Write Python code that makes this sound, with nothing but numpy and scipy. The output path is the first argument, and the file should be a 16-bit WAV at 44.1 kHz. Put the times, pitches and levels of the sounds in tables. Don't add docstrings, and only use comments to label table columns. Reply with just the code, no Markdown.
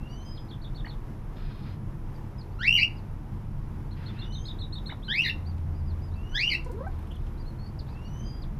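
import sys
import numpy as np
from scipy import signal
from scipy.fft import rfft, irfft, next_fast_len
from scipy.io import wavfile
from scipy.ndimage import uniform_filter1d, map_coordinates

SR = 44100
rng = np.random.default_rng(int(sys.argv[2]) if len(sys.argv) > 2 else 0)


def gain_from_db(level_db):
    decades = np.asarray(level_db, float) / 20
    return 10 ** decades


def int16_out(signal):
    q = np.round(np.clip(np.atleast_2d(signal).T, -1, 1) * 32767)
    wavfile.write(sys.argv[1], SR, q.astype(np.int16))


N = 378819

# freq_hz, level_db (per Hz)
RUMBLE_SPECTRUM = [(8.8, -32), (15, -7), (32, 4), (65, -12.5), (84, -36), (140, -120)]
BODY_SPECTRUM = [(53, -49), (90, -5), (145, -0.5), (172, -12), (215, -7), (253, -24.5), (300, -22),
                 (390, -48.5), (660, -120)]
# time_s, level_db
TRAFFIC_LEVEL = [(0, -41.5), (1.5, -41.5), (1.75, -38.5), (2.1, -42.5), (3.6, -39.5), (5.2, -40.5),
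                 (6.9, -42), (8.59, -40)]
# time_s, pitch_hz, level_db
ENGINE_NOTE = [(0.0, 77.87, -48), (0.5, 94.86, -47), (2.7, 98.1, -40.5), (4.69, 90.08, -39.5),
               (5.15, 86.6, -51.5), (5.36, 84.34, -32.5), (6.15, 82, -34), (6.39, 78.03, -45),
               (6.98, 75.03, -37), (7.6, 74.5, -42.5), (8.21, 71.7, -41.5), (8.59, 70.15, -44.5)]
# freq_hz, level_db (per Hz)
AIR_SPECTRUM = [(150, -41), (250, -0.5), (302, -0.5), (335, 2), (359, -4), (622, -11.5), (955, -9),
                (1170, -14.5), (1830, -21), (4410, -35.5), (5230, -34), (9230, -45), (10100, -43.5),
                (13000, -38), (15200, -46)]
# freq_hz, width_hz, level_db
CAMERA_WHINE = [(8500, 30, -96.5), (10020, 360, -81), (12700, 35, -89), (11120, 27, -90.5)]

# start_s, end_s, banded_db, broad_db
RASP_CALLS = [
    (1.352, 1.767, -63, -61.5),
    (3.958, 4.294, -72, -56),
    (6.6, 7.3, -75, -76),
]
# freq_hz, width_hz, level_db
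RASP_RESONANCES = [(2450, 70, -3), (3290, 90, -4), (3680, 110, 0), (4170, 100, -2), (4820, 130, -5),
                   (5200, 110, -9)]
# freq_hz, level_db (per Hz)
RASP_AIR = [(700, -46), (1300, 5.5), (3000, -2), (4800, -10), (6800, -36)]

# start_s, level_db, dull_part_db, top_hz
CLAW_STROKES = [(1.755, -61, -29, 14000), (5.5791, -58, 16, 8000), (6.645, -37, -14, 9000),
                (6.715, -39, -16, 14000), (6.876, -50, -20, 14000), (6.9882, -47.5, 3, 14000),
                (7.025, -50, 3, 12000), (7.0698, -47, 2, 12000), (7.1144, -47.5, -6, 13000),
                (7.155, -45, -2, 13000), (7.2659, -46.5, 5.5, 7500)]

# start_s, length_s, start_hz, end_hz, level_db
GURGLE_STEPS = [(6.657, 0.042, 497, 507, -47.5), (6.69, 0.039, 501, 488, -43.5),
                (6.722, 0.075, 340, 490, -39.5), (6.803, .03, 525, 588, -38.5),
                (6.835, 0.031, 647, 670, -47.5), (6.865, 0.025, 766, 780, -36.5)]
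# pitch_hz, level_db
CROP_RESONANCE = [(350, -29), (420, -19.5), (480, -4), (560, -9.5), (665, 2), (780, -12.5)]
# freq_hz, level_db
HEN_THROAT = [(3200, 10), (5000, -22)]
# start_s, length_s, start_hz, end_hz, level_db
CROAK_NOTES = [(7.106, 0.027, 3200, 2900, -54.5), (7.136, 0.035, 3550, 3200, -57),
               (7.865, 0.054, 3400, 4300, -69), (6.11, .08, 3400, 5200, -70)]
# peak_s, pitch_hz, peak_db, half_length_ms, glide_hz_per_ms
CLUCK_PIPS = [(.849, 1840, -39, 2.9, 48), (0.859, 2940, -49, 4.4, 5), (0.86, 4480, -49, 3, 5),
              (0.8667, 1990, -38, 1.6, -200), (0.872, 875, -39, 2.5, -60), (.871, 1750, -46, 3, -60),
              (4.897, 1650, -40, 3.2, 70), (4.903, 2120, -38.5, 2, 60), (4.911, 2950, -49, 4.4, 4),
              (4.918, 2050, -41.5, 3.3, -81), (4.925, 835, -34.5, 1.7, -60), (4.931, 1300, -45, 4, -60),
              (4.936, 700, -44, 1.6, -50)]

# start_s, length_s, top_hz, depth_hz, level_db
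POINTED_PEEPS = [(5.025, 0.062, 4200, 1100, -52.5), (7.376, 0.052, 4780, 950, -63.5),
                 (7.452, 0.062, 4290, 280, -61), (7.65, 0.052, 4920, 700, -66),
                 (7.868, .085, 4850, 900, -69), (8.04, 0.052, 4570, 550, -65)]
# start_s, length_s, top_hz, depth_hz, level_db
FLAT_TOPPED_PEEPS = [(0.089, 0.078, 4700, 450, -62.5), (5.453, 0.071, 4640, 1100, -62.5),
                     (5.741, 0.078, 4920, 600, -69), (6.013, 0.081, 5000, 623, -67)]
# start_s, length_s, start_hz, end_hz, level_db
HALF_ARCHES = [(2.142, 0.027, 4840, 4430, -70), (2.382, 0.04, 5044, 3840, -57.5),
               (2.967, 0.031, 5000, 3620, -61.5), (5.858, .07, 4950, 3300, -64),
               (7.586, 0.1, 4180, 4470, -58)]
STRAIGHT_CHIPS = [(.2, .04, 3950, 4400, -68), (2.52, .05, 4310, 5310, -71), (7.79, 0.022, 5140, 3230, -56),
                  (8.42, 0.024, 5060, 3180, -51)]
# start_s, length_s, start_hz, end_hz, level_db
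RISING_WHISTLES = [
    (0, 0.4, 2653, 3223, -62),
    (4.13, 0.47, 2540, 3363, -60),
    (6.15, 0.44, 2580, 3310, -60.5),
    (7.9, 0.52, 2538, 3253, -61),
]
LEVEL_WHISTLES = [(.24, .14, 8200, 8250, -79), (.235, 0.28, 5000, 5050, -57.5),
                  (4.425, 0.15, 4980, 4900, -62), (8.225, 0.25, 4880, 4830, -54.5)]

# start_s, level_db, second_half_db, stretch, valley_shift_hz
NEAR_TRILL = [(3.9112, -57.5, -14, 0.8, -300), (4.061, -49.5, -3, 0.73, -250),
              (4.1904, -47.5, 2, 0.89, -100), (4.3238, -50, 6, 0.91, 10), (4.456, -44, 1.5, 0.91, 11),
              (4.5894, -44, 1.5, 0.96, 9), (4.726, -43.5, -0.5, 0.91, 8), (4.861, -42.5, -2.5, 1, 30)]
FAR_TRILL = [(0.3544, -55, -1, 0.77, -250), (0.4857, -52, 3, 0.86, -120), (0.6156, -53, 3, 0.94, 10),
             (0.7485, -47.5, -3, 0.9, 10), (0.8764, -48, -5, 0.96, 10)]
# low_hz, top_hz, second_hump_height, attack_s, overtone_db
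NEAR_VOICE = (3510, 4320, 0.42, 0.0008, -39)
FAR_VOICE = (3350, 4460, 0.35, 0.011, -35)

# time_s, pitch_hz, level_db
QUAIL_CALLS = [
    [(2.588, 1307, -48.5), (2.62, 1590, -36), (2.662, 2294, -29.5), (2.685, 2726, -24), (2.768, 2880, -26),
     (2.774, 2330, -32), (2.792, 2050, -31), (2.83, 2768, -24.5), (2.85, 2760, -43)],
    [(5.081, 1520, -50), (5.11, 1652, -36), (5.16, 2276, -31), (5.222, 2917, -28), (5.232, 2306, -41),
     (5.246, 1960, -34), (5.289, 1960, -34), (5.297, 2764, -30), (5.32, 2720, -46)],
    [(6.32, 1403, -56), (6.355, 1624, -39), (6.39, 2034, -33), (6.44, 2794, -28), (6.493, 2900, -30.5),
     (6.499, 2300, -35), (6.541, 2077, -32.5), (6.549, 2774, -28), (6.58, 2807, -50)],
]
# time_s, level_db, half_length_ms
THROAT_THROBS = [(2.623, -12, 2.7), (2.656, -6, 2.8), (2.668, 4, 1.8), (2.681, 8, 4), (2.688, -6, 1.5),
                 (2.694, 7, 3.5), (2.703, -9, 3), (2.71, 7, 2.8), (2.72, -10, 4.3), (2.728, 10, 2),
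                 (2.735, -12, 3), (2.743, 8.5, 2.5), (2.75, -14, 2.5), (2.756, 8.5, 1.5), (2.765, 9.5, 4),
                 (2.824, 6, 2), (2.834, 12, 3.5), (2.843, -7, 4), (5.138, -2, 2.5), (5.162, 4.5, 2.5),
                 (5.171, -11, 2), (5.18, -6, 2), (5.185, 7, 3), (5.192, 9, 2), (5.202, 1.5, 2.3),
                 (5.209, 6, 2.5), (5.215, -10, 2), (5.222, 5.5, 4), (5.237, -11, 6), (5.251, 4, 3.3),
                 (5.287, 2.5, 3), (5.298, 5, 2), (5.306, 5, 2.5), (6.338, -13, 7), (6.358, 6.5, 2),
                 (6.366, 5.5, 2.5), (6.386, 2, 4), (6.42, 5, 2), (6.438, 3, 2.5), (6.447, 5.5, 2.7),
                 (6.461, 4.5, 3.5), (6.454, -8, 2), (6.471, -15, 5), (6.48, 7, 1.8), (6.486, -18, 2.5),
                 (6.493, 5, 3), (6.521, 4, 5), (6.552, 4.5, 3), (6.567, 7, 2)]
# time_s, spread_s, extra_roughness_db
VOICE_BREAKS = [(2.797, 0.028, 4), (5.268, 0.021, -1.5), (6.525, 0.026, 2)]
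# crest_s, rate_hz, depth_share
DIP_WARBLE = [(2.781, 55.1, 0.046), (5.258, 53, .095), (6.516, 69, 0.054)]
# overtone_start_db, overtone_late_rise_db, overtone_top_to_break_db,
# third_partial_db, tilt_db (each higher partial), break_lift_db (higher partials)
BEAK_OPENING = [(-7, -2.5, 1.43, 0, -1, 4), (7.5, -5.5, 4.4, -3, 1, 7), (1, 3.5, 4.5, 3, 1, 10)]
# pitch_hz, level_db
SECOND_PARTIAL = [(1400, -5), (1620, 3), (2050, -9), (2420, -9.5), (2720, -31), (2950, -29)]
THIRD_PARTIAL = [(1300, -22.5), (1620, -11), (2000, -31), (2400, -41), (2900, -44.5)]
# freq_hz, level_db
QUAIL_THROATS = [
    [(5000, -22), (6500, -34), (8500, -49.5), (10000, -58), (11500, -50), (13000, -55), (14300, -42),
     (16000, -66)],
    [(5000, -22), (6500, -39), (8500, -56), (10000, -53), (11000, -43), (12700, -47), (14000, -56),
     (16000, -66)],
    [(5000, -23), (6500, -34), (8500, -50), (10000, -56), (11700, -45), (12600, -56), (13500, -70),
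     (16000, -80)],
]

# delay_s, level_db
WALL_ECHOES = [(.0019, -13.5), (.0035, -12.5), (.006, -13), (.0085, -11), (.0118, -17.5), (.0142, -5.5),
               (.0175, -12), (.022, -16), (.026, -17), (.03, -16), (.037, -23), (.046, -17.5)]
# freq_hz, t60_s
PEN_DECAY = [(500, .1), (2200, 0.41), (2800, 0.3), (3300, 0.371), (5000, 0.37), (12000, 0.0551)]


def unit(x):
    return x / np.sqrt(np.mean(x ** 2) + 1e-20)


def along(points, hz):
    f, v = np.transpose(points)
    return np.interp(np.log(hz + 1), np.log(f + 1), v)


def curves(rows):
    s, *cols = np.transpose(rows)
    return [np.interp(np.arange(N) / SR, s, c) for c in cols]


def wobble(rate, size=N):
    knots = rng.standard_normal(int(size * rate / SR) + 4)
    return map_coordinates(knots, [np.arange(size) * rate / SR])


def noise(gain):
    m = next_fast_len(N + 8192)
    spectrum = rfft(rng.standard_normal(m)) * gain(np.fft.rfftfreq(m, 1 / SR))
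    return unit(irfft(spectrum, m)[:N])


def glides(rows, peak, rise_db, fall_db, bend=0.99):
    u = np.linspace(0, 1, num=21)
    peak = np.clip(peak, .02, .98)
    rise = -rise_db * (1 - u / peak) ** 2
    fall = -fall_db * ((u - peak) / (1 - peak)) ** 2
    swell_db = np.where(u < peak, rise, fall)
    out = []
    for s, long, a, b, db in rows:
        path = u ** bend if a > b else 1 - (1 - u) ** bend
        out.append(np.transpose([s + long * u, a + (b - a) * path, db + swell_db]))
    return out


def whistle(notes, tilt_db, waver, flutter_db, second_db=-30, count=2, order=-1, speed=150,
            throat=HEN_THROAT, patchy_db=0, lift_db=lambda t: 0):
    out = np.zeros(N + SR)
    for rows in notes:
        s, hz, *levels = np.transpose(rows)
        if len(levels) == 1:
            levels = [levels[0], levels[0] + second_db]
        t = np.arange(s[0], s[-1], 1 / SR)
        size = len(t)
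        pitch = np.interp(t, s, hz) * (1 + waver * wobble(speed, size))
        phase = 2 * np.pi * np.cumsum(pitch) / SR
        db = [np.interp(t, s, level) for level in levels]
        last = len(db)
        leader = db[order % last]
        for k in range(last + 1, count + 1):
            db.append(leader + tilt_db * (k - last) + along(throat, k * pitch) + lift_db(t))
        tone = 0
        for k, level in enumerate(db):
            unsteady_db = flutter_db * wobble(120, size) + patchy_db * min(k, 4) * wobble(280, size)
            tone = tone + gain_from_db(level + unsteady_db) * np.sin((k + 1) * phase)
        edge = np.clip(np.minimum(t - s[0], s[-1] - t) / 0.001, 0, 1)
        out[max(round(s[0] * SR), 0):][:size] += np.sqrt(2) * edge * tone
    return out[:N]


def background():
    engine_hz, engine_db = curves(ENGINE_NOTE)
    rumble = gain_from_db(-37.5 + wobble(2.9)) * noise(lambda f: gain_from_db(along(RUMBLE_SPECTRUM, f)))
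    body = gain_from_db(0.7 + curves(TRAFFIC_LEVEL)[0]) * noise(lambda f: gain_from_db(along(BODY_SPECTRUM, f)))
    note = np.sqrt(2) * np.sin(2 * np.pi * np.cumsum(engine_hz * (1 + 0.03905 * wobble(12))) / SR)
    throb = noise(lambda f: (f > 60) * (f < 98))
    engine = gain_from_db(engine_db) * unit(gain_from_db(1.5 * wobble(4.5)) * note + .5 * throb)
    wash = gain_from_db(-50 + 0.63 * wobble(11)) * noise(lambda f: gain_from_db(along(AIR_SPECTRUM, f)))
    whine = sum(gain_from_db(db) * noise(lambda f: np.exp(-((f - hz) / width_hz) ** 2))
                for hz, width_hz, db in CAMERA_WHINE)
    return rumble + body + engine + wash + whine


def rasp():
    def bands(f):
        peaks = sum(gain_from_db(db) * w * w / ((f - c) ** 2 + w * w) for c, w, db in RASP_RESONANCES)
        return peaks * (f > 1500) * (f < 5500)

    banded = unit(gain_from_db(1.6 * wobble(60)) * noise(bands))
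    broad = unit(gain_from_db(2.0 * wobble(34.98)) * noise(lambda f: gain_from_db(along(RASP_AIR, f))))
    t = np.arange(N) / SR
    out = 0
    for start, end, banded_db, broad_db in RASP_CALLS:
        gate = np.clip(np.minimum((t - start) / 0.018, (end - t) / 0.031), 0, 1)
        out = out + gate * (gain_from_db(banded_db) * banded + gain_from_db(broad_db) * broad)
    return out


def scratches():
    out, t = np.zeros(N + SR), np.arange(SR // 10) / SR
    dull = signal.butter(2, [1500, 4000], "bandpass", fs=SR, output="sos")
    crack = (1 - np.exp(-t / 0.0014)) * (gain_from_db(-60 * t / 0.026) + 0.17 * gain_from_db(-60 * t / 0.11))
    for s, db, dull_db, top_hz in CLAW_STROKES:
        bright = signal.butter(2, [4000, top_hz], "bandpass", fs=SR, output="sos")
        grit = rng.standard_normal(len(t)) * crack
        stroke = signal.sosfilt(bright, grit) + gain_from_db(dull_db + 6.5) * signal.sosfilt(dull, grit)
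        out[round(s * SR):][:len(t)] += gain_from_db(db - 8.0) * stroke
    return out[:N]


def hen():
    t = np.arange(N) / SR
    puff = 0.15 * noise(lambda f: (f > 700) * (f < 3800) / (f + 500))
    pips = 0
    for s, hz, db, ms, glide in CLUCK_PIPS:
        after = t - s
        tone = np.sin(2 * np.pi * (hz + 500 * glide * after) * after)
        pips = pips + gain_from_db(db) * np.exp(-(after * 1000 / ms) ** 2) * (tone + puff)
    croaks = whistle(glides(CROAK_NOTES, 0.39, 7.3, 12), tilt_db=0, waver=0.045, flutter_db=5.5, speed=410)
    steps = [np.c_[rows, rows[:, 2] + along(CROP_RESONANCE, rows[:, 1])]
             for rows in glides(GURGLE_STEPS, 0.19, 12, 9.2)]
    gurgle = whistle(steps, tilt_db=-23.5, waver=0.018, flutter_db=3.0, count=4)
    return gurgle + croaks + gain_from_db(1.5) * pips


def finches():
    u = np.linspace(-1, 1, num=15)
    short = []
    for rows, lean, flat in [(POINTED_PEEPS, .8, 2.4), (FLAT_TOPPED_PEEPS, 1.05, 3.6)]:
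        arch = np.abs(u) ** flat
        for s, long, top, deep, db in rows:
            short.append(np.transpose([s + long * ((u + 1) / 2) ** lean, top - deep * arch, db - 6 * arch]))
    short += glides(HALF_ARCHES, 0.61, 3.8, 6, bend=2.6) + glides(STRAIGHT_CHIPS, .4, 5.6, 11)
    share = np.linspace(0, 1, num=21)
    ring_db = 0.5 - 7 * ((share - .56) / (2 * 0.097)) ** 2
    slides = [np.c_[rows, rows[:, 2] + ring_db, rows[:, 2] + ring_db - 22]
              for rows in glides(RISING_WHISTLES, 0.28, 11, 14, bend=1.6)]
    joined_db = 8
    slides[0][:, 2:] += np.linspace(joined_db, 0, num=21)[:, None] ** 3 / joined_db ** 2
    peeps = whistle(short, tilt_db=0, waver=.007, flutter_db=3.5)
    level = whistle(glides(LEVEL_WHISTLES, 0.21, 23, 28), tilt_db=0, waver=0.004, flutter_db=3.0)
    rising = whistle(slides, tilt_db=0, waver=0.012, flutter_db=4.0, speed=220)
    return peeps + level + rising


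def trill():
    first_s, second_s = .039, .033
    s = np.linspace(0, first_s + second_s, num=36)
    late = s > first_s
    hump = np.abs(np.sin(np.pi * np.where(late, (s - first_s) / second_s, (s / first_s) ** 0.81)))
    valley_db = 4.5 * np.exp(-((s - first_s - .002) / 0.0046) ** 2) - 1.9 * late
    hook_hz, hook_s = 170, .003
    hook = hook_hz * (np.exp(-s / hook_s) + np.exp((s - s[-1]) / hook_s))
    syllables = []
    for rows, voice in [(NEAR_TRILL, NEAR_VOICE), (FAR_TRILL, FAR_VOICE)]:
        low, top, second, attack, over_db = voice
        height = np.where(late, second * hump, hump ** 0.9)
        shape_db = valley_db - 14 * np.exp(-s / attack)
        for at, db, late_db, long, shift in rows:
            hz = low + (top - low) * height + shift * np.clip(s / first_s, 0, 1) ** 3 - hook
            level = db - 3 + shape_db + (s > .03) * late_db
            overtone = level + 1.1 * (db + 42.0) + over_db + 16 * height
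            syllables.append(np.transpose([at - .003 + s * long, hz, level, overtone]))
    return whistle(syllables, tilt_db=0, waver=0.009, flutter_db=2.5)


def quail():
    t = np.arange(N) / SR
    throb_db = sum(db * np.exp(-((t - s) * 1000 / ms) ** 2) for s, db, ms in THROAT_THROBS)
    crack_db = sum(db * np.exp(-((t - s) / wide) ** 4) for s, wide, db in VOICE_BREAKS)
    hoarse_db = 1.43 * wobble(260) + crack_db * wobble(450)
    voice = 0
    for rows, beak, (dip, wide, _), warble, throat in zip(
            QUAIL_CALLS, BEAK_OPENING, VOICE_BREAKS, DIP_WARBLE, QUAIL_THROATS):
        start_db, top_db, late_db, third_db, tilt_db, break_db = beak
        crest, rate, deep = warble
        s, hz, db = np.transpose(rows)
        at = np.arange(s[0], s[-1], 1 / 1000)
        in_dip = np.exp(-((at - dip) / wide) ** 4)
        open_db = np.interp(at, [s[0], dip - 4.2 * wide, dip - 2 * wide], [start_db, top_db, late_db])
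        pitch, level = np.interp(at, s, hz), np.interp(at, s, db)
        level = level - 9 * np.clip(np.abs(np.gradient(pitch)) / 30 - 1, 0, 1)
        other_hz = 1.16 * np.interp(dip, s, hz) + 0 * at
        other_fade_db = 30 * np.minimum(((at - dip + .002) / (1.04 * wide)) ** 6, 4)
        other_db = np.interp(dip, s, db) - 9 - other_fade_db
        sides = []
        for f, first_db in [(pitch, level), (other_hz, other_db)]:
            crack = .025 * wobble(160 * SR / 1000, size=len(at))
            swing = deep * np.cos(2 * np.pi * rate * (at - crest)) + crack
            second = first_db + open_db + along(SECOND_PARTIAL, f)
            third = first_db + third_db + along(THIRD_PARTIAL, f)
            sides.append(np.transpose([at, f * (1 + in_dip * swing), first_db, second, third]))
        voice = voice + whistle(sides, tilt_db=tilt_db, waver=.014, flutter_db=1.4, count=9, order=0,
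                                speed=260, throat=throat, patchy_db=1.7,
                                lift_db=lambda t: break_db * np.exp(-((t - dip) / wide) ** 4))
    return gain_from_db(throb_db + hoarse_db) * voice


def walls(x):
    return sum((-1) ** k * gain_from_db(db) * np.pad(x, (round(s * SR), 0))[:N]
               for k, (s, db) in enumerate(WALL_ECHOES))


def pen(x, delay):
    hz, t, z = signal.stft(rng.standard_normal(SR // 2), SR, nperseg=256)
    decay = gain_from_db(-60 * t / along(PEN_DECAY, hz)[:, None])
    tail = signal.istft(z * decay, SR, nperseg=256)[1]
    late = np.pad(x, (round(delay * SR), 0))
    return signal.fftconvolve(late, tail / np.linalg.norm(tail))[:N]


def scene():
    far_air = background() + rasp()
    small = hen() + scratches()
    thin, wavy, near = finches(), trill(), quail()
    echoing = near + gain_from_db(-5.0) * wavy + gain_from_db(-6.5) * thin + gain_from_db(-6.5) * small
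    room = walls(echoing) + gain_from_db(-20.5) * pen(echoing, delay=0.011)
    return (near + wavy + thin + small + room + far_air)[None]


def roll_off(x):
    return signal.sosfilt(signal.butter(12, 15340, fs=SR, output="sos"), x)


def record(dry):
    edge_hz, top_hz = 13900, 14950
    hz, t, z = signal.stft(dry, SR, nperseg=1024)
    top_db = 10 * np.log10(np.mean(np.abs(z[0, hz > edge_hz]) ** 2, axis=0) + 1e-20)
    drift = unit(wobble(22)[np.minimum(t * SR, N - 1).astype(int)])
    mood = drift + (top_db - np.median(top_db)) / 3
    grain = rng.standard_normal(z.shape[1:])
    patches = unit(uniform_filter1d(uniform_filter1d(grain, size=5, axis=0), size=4, axis=1))
    below_edge = hz[:, None] < edge_hz + 350 * np.clip(mood, -2.5, .6)
    below_top = hz[:, None] < top_hz + 120 * np.minimum(mood, 2)
    keep = below_edge | ((patches + 1.1 * mood - .1 > 0) & below_top)
    kept = signal.istft(z * np.where(keep, 1, gain_from_db(-27)), SR, nperseg=1024)[1][:, :N]
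    return roll_off(kept)


dry = scene()
out = record(dry)
int16_out(out)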